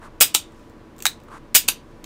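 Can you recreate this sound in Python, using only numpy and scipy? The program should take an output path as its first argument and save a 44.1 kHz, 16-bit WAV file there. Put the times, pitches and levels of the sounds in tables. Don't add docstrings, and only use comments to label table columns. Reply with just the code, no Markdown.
import sys
import numpy as np
from scipy import signal
from scipy.fft import rfft, irfft, next_fast_len
from scipy.io import wavfile
from scipy.ndimage import map_coordinates

SR = 44100
rng = np.random.default_rng(int(sys.argv[2]) if len(sys.argv) > 2 else 0)


def int16_out(signal):
    q = np.round(np.clip(np.atleast_2d(signal).T, -1, 1) * 32767)
    wavfile.write(sys.argv[1], SR, q.astype(np.int16))


N = 90404
TAIL = SR // 4
TOP_HZ, TICK_T60_S = 15650, 0.012

# (f/Hz, level/dB)
TICK_SPECTRUM = [(100, -29), (1200, -13.5), (1900, -12.5), (2600, 1), (5000, -6.5), (7300, 3.5),
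                 (10000, -5.5), (15500, 0)]


def hammer(contacts=3, rebound_s=0.0065, scatter_s=0.0003, loss_db=2.5):
    # (t/s, level/dB, ring/dB, thump/dB)
    falls = [(0.2086, 2.5, 2.5, 3.5), (1.5492, 2.5, 0.5, -10)]
    # (f/Hz, level/dB)
    spectrum = [(40, -18.5), (230, -14.5), (380, -8.5), (600, -13), (1200, -9), (2600, 1.5), (5600, -2),
                (8000, 4), (11500, -2), (14800, 2.5)]
    # (f/Hz, level/dB, T60/s)
    frame_modes = [(2465, -5, .05), (2560, -3, .06), (2911, -1, .06), (2998, -2, .06), (3375, -5, .1),
                   (3645, -3, .08), (3860, -4, .1), (4965, -3, .1), (5400, -6, .09), (6519, -4, .09),
                   (7006, -1, .085), (7090, -4, .07), (7865, -5, .1), (8057, 0, .08), (8547, 0, .085),
                   (8675, -4, .07), (9114, -4, .07), (10107, -4, .08), (13675, -2, .085), (13825, -2, .09),
                   (14483, -2, .09), (14760, -2, .085), (15221, -2, .08)]
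    # (f/Hz, level/dB, T60/s)
    thump_modes = [(357, 0, 0.035), (530, 0, 0.055), (759, 1.5, 0.058), (1450, 1, .045)]
    out = np.zeros(N)
    for s, db, ring_db, thump_db in falls:
        blow = amp(thump_db - 21) * ring(thump_modes)
        for k in range(contacts):
            contact = clatter(spectrum, t60=0.028) + amp(ring_db - 17) * ring(frame_modes)
            delay_s = k * (rebound_s + scatter_s * rng.standard_normal())
            add(blow, delay_s, amp(-k * loss_db) * contact)
        sear = amp(db - 21) * clatter(TICK_SPECTRUM, TICK_T60_S)
        add(out, s - 0.0045, sear)
        add(out, s, amp(db) * in_room(blow, wet_db=-1))
    return out


def trigger(slide_s=0.007, rise_s=0.0029):
    # (t/s, level/dB, ring/dB, tilt/(dB per octave))
    returns = [(.348, -1.5, 5.5, -0.6), (1.6854, -2, 1, 0)]
    # (f/Hz, level/dB)
    spectrum = [(200, -10), (560, -16), (850, -2.5), (1300, -3), (1900, -6.5), (2600, 2), (3600, 2.5),
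                (5500, -0.5), (8000, 1.5), (10500, -3), (13300, -3.5), (16000, -6.5)]
    # (f/Hz, level/dB, T60/s)
    modes = [(2620, -1, 0.07), (2990, -3, .07), (3600, -3, .09), (3785, -2, 0.1), (3912, -3, 0.1),
             (5100, -6, 0.07), (6330, -3, 0.1), (6457, -2, .09), (7720, -2, 0.07), (9100, -5, .06),
             (12350, -5, .07), (13550, -4, .07)]
    out = np.zeros(N)
    t = np.arange(TAIL) / SR
    slide = np.minimum(t / rise_s, 1) ** 2 * (t < slide_s)
    for s, db, ring_db, tilt_db in returns:
        contact = clatter(tilted(spectrum, tilt_db), t60=0.014)
        snap = low_cut(contact + amp(ring_db - 24.5) * ring(modes), edge_hz=219.2)
        add(out, s - slide_s, amp(db - 17) * slide * noise(TICK_SPECTRUM, TAIL))
        add(out, s, amp(db) * in_room(snap, wet_db=-1))
    return out


def cocking():
    # (t/s, level/dB, ring/dB, knock/dB, spring/dB)
    impacts = [(1.0544, -8.5, -4, 0.5, -16), (1.0602, -18, -10, -21, -18), (1.0655, -10.5, 1.5, -8.5, -0.5)]
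    # (f/Hz, level/dB)
    spectrum = [(200, -22), (600, -9), (780, -2), (1900, 0), (3000, 1), (5000, -2.5), (8400, 0),
                (10000, -7), (15500, -4)]
    # (f/Hz, level/dB, T60/s)
    cylinder_modes = [(870, -7, 0.045), (1620, -4, .05), (1810, -4, 0.06), (3790, -5, .09), (3900, -3, 0.1),
                      (3990, -5, 0.07), (5200, -5, 0.05), (7970, -5, .055), (8135, -7, .05),
                      (8320, -6, 0.05)]
    # (f/Hz, level/dB, T60/s)
    knock_modes = [(830, -3, .016), (1290, 1, 0.0093), (1650, 1.5, 0.019), (2100, -0.5, 0.0092),
                   (2900, -3, .013)]
    # (f/Hz, level/dB, T60/s)
    spring_modes = [(3750, -1.5, 0.015), (3970, -0.5, 0.014)]
    out = np.zeros(N)
    for s, db, ring_db, knock_db, spring_db in impacts:
        knock = amp(knock_db - 1) * ring(knock_modes)
        spring = amp(spring_db + 7) * ring(spring_modes)
        steel = clatter(spectrum, t60=0.01) + amp(ring_db - 13.5) * ring(cylinder_modes)
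        click = low_cut(knock + spring + steel, edge_hz=630)
        add(out, s, amp(db) * in_room(click, wet_db=-2.5))
    return out


def pawl():
    # (t/s, level/dB, tilt/(dB per octave))
    ticks = [(.521, -57.5, -5), (.595, -54.5, -7), (0.697, -57.5, -2), (0.964, -57, -1), (0.982, -48, 0),
             (0.989, -45, 0.5), (1.0034, -38.5, -4.5), (1.0232, -27, 0), (1.049, -47, -5.5),
             (1.201, -51, -7), (1.215, -52, -10), (1.236, -56.5, 4), (2.042, -34, -4.5)]
    out = np.zeros(N)
    for s, db, tilt_db in ticks:
        tick = clatter(tilted(TICK_SPECTRUM, tilt_db), TICK_T60_S)
        add(out, s, amp(db) * in_room(tick, wet_db=2))
    return out


def clatter(spectrum, t60, hold_s=0.0018):
    envelope = np.minimum(1, decay(t60) * np.exp(np.log(1000) * hold_s / t60))
    return envelope * noise(spectrum, TAIL)


def ring(modes, linewidth_hz=14):
    t = np.arange(TAIL) / SR
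    out = np.zeros(TAIL)
    for k, (hz, db, t60) in enumerate(modes):
        phase_walk = np.cumsum(rng.standard_normal(TAIL)) * np.sqrt(2 * np.pi * linewidth_hz / SR)
        out += (-1) ** k * amp(db) * decay(t60) * np.sin(2 * np.pi * hz * t + phase_walk)
    return out


def low_cut(x, edge_hz):
    return signal.sosfilt(signal.butter(4, edge_hz, "high", fs=SR, output="sos"), x)


def hands():
    # (t/s, duration/s, level/dB)
    rubs = [(.005, 0.086, -41.5), (1.279, 0.015, -45.5), (1.295, 0.095, -41), (1.365, 0.024, -48)]
    # (f/Hz, level/dB)
    rub_spectrum = [(200, -19), (700, -9), (1150, 3), (1600, -7), (2600, -20.5), (5000, -27), (9000, -26.5),
                    (15000, -43)]
    # (t/s, duration/s, level/dB)
    shifts = [(.44, .3, -65.5), (1.77, 0.33, -70)]
    # (f/Hz, level/dB)
    shift_spectrum = [(200, -5), (2000, -2), (6500, -1), (15000, -16)]
    t = np.arange(N) / SR
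    out = np.zeros(N)
    for strokes, spectrum in (rubs, rub_spectrum), (shifts, shift_spectrum):
        friction = noise(spectrum, N)
        for s, duration, db in strokes:
            progress = np.clip((t - s) / duration, 0, 1)
            out += amp(db) * np.sin(np.pi * progress) * friction
    return out


def in_room(x, wet_db, bench_db=-9, bench_t60=0.098, room_db=-12.5, delay_s=0.006, size=256):
    # (f/Hz, T60/s)
    room_t60 = [(200, 0.36), (1000, 0.18), (3500, 0.23), (8000, 0.17), (15000, 0.11)]
    # (f/Hz, level/dB)
    spectrum = [(200, -9), (1000, -3.5), (3000, -2), (8000, -2.5), (15000, 0.5)]
    hz, t, direct = signal.stft(np.pad(x, (0, TAIL)), SR, nperseg=size)

    def linger(t60):
        rate = np.log(1e6) / t60
        return np.exp(-rate * t) * (1 - np.exp(-rate * t[1]))

    early = amp(bench_db) ** 2 * linger(bench_t60)
    late = amp(room_db) ** 2 * linger(along(room_t60, hz)[:, None])
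    energy = np.abs(signal.fftconvolve(np.abs(direct) ** 2, early + late, axes=1))[:, :len(t)]
    scatter = signal.stft(rng.standard_normal(len(x) + TAIL), nperseg=size)[2]
    diffuse = scatter / scatter.std() * np.sqrt(energy) * amp(along(spectrum, hz))[:, None]
    echo = signal.istft(diffuse, nperseg=size)[1]
    out = np.zeros(len(echo))
    add(out, 0, x)
    add(out, delay_s, amp(wet_db) * echo)
    return out


def background(waver_rad=0.28, drift_per_s=8):
    # (f/Hz, rms level/dB)
    fan_tones = [(226, -58.5), (328, -63.5), (452, -61), (581, -65), (990, -63.5), (1130, -67)]
    # (f/Hz, level/dB)
    spectrum = [(15, -27.5), (25, 9.5), (39, -11.5), (80, -4.5), (114, -5.5), (157, -7), (195, -9.5),
                (335, -3), (384, -11), (489, -12), (775, -18), (1020, -17.5), (1560, -22.5), (3340, -32.5),
                (16000, -51.5)]
    t = np.arange(N) / SR
    hum = np.zeros(N)
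    for hz, db in fan_tones:
        drift = map_coordinates(rng.standard_normal(64), [t * drift_per_s], mode="wrap")
        hum += amp(db) * np.sqrt(2) * np.sin(2 * np.pi * hz * t + waver_rad * drift)
    return hum + amp(-45.5) * noise(spectrum, N)


def noise(spectrum, size):
    hz = np.fft.rfftfreq(size, 1 / SR)
    passband = 1 / np.sqrt(1 + (hz / TOP_HZ) ** 80)
    white = rfft(rng.standard_normal(size))
    x = irfft(white * amp(along(spectrum, hz)) * passband, size)
    return x / np.sqrt(np.mean(x ** 2) + 1e-20)


def decay(t60):
    return np.exp(-np.log(1000) * np.arange(TAIL) / SR / t60)


def tilted(spectrum, tilt_db):
    return [(hz, db + tilt_db * np.log2(hz)) for hz, db in spectrum]


def along(points, hz):
    f, values = np.transpose(points)
    return np.interp(np.log(hz + 1), np.log(f + 1), values)


def amp(db):
    return 10 ** (np.asarray(db) / 20)


def add(track, s, x):
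    i = max(round(s * SR), 0)
    track[i:i + len(x)] += x[:max(len(track) - i, 0)]


def scene():
    return (hammer() + trigger() + cocking() + pawl() + hands() + background())[None]


def record(dry, ceiling=0.78, hardness=2.1):
    size = next_fast_len(N + TAIL)
    envelope = np.abs(signal.hilbert(dry, size))[:, :N]
    limited = dry / (1 + (envelope / ceiling) ** hardness) ** (1 / hardness)
    hz = np.fft.rfftfreq(size, 1 / SR)
    passband = 1 / np.sqrt(1 + (hz / TOP_HZ) ** 200)
    return irfft(rfft(limited, size) * passband, size)[:, :N]


dry = scene()
out = record(dry)
int16_out(out)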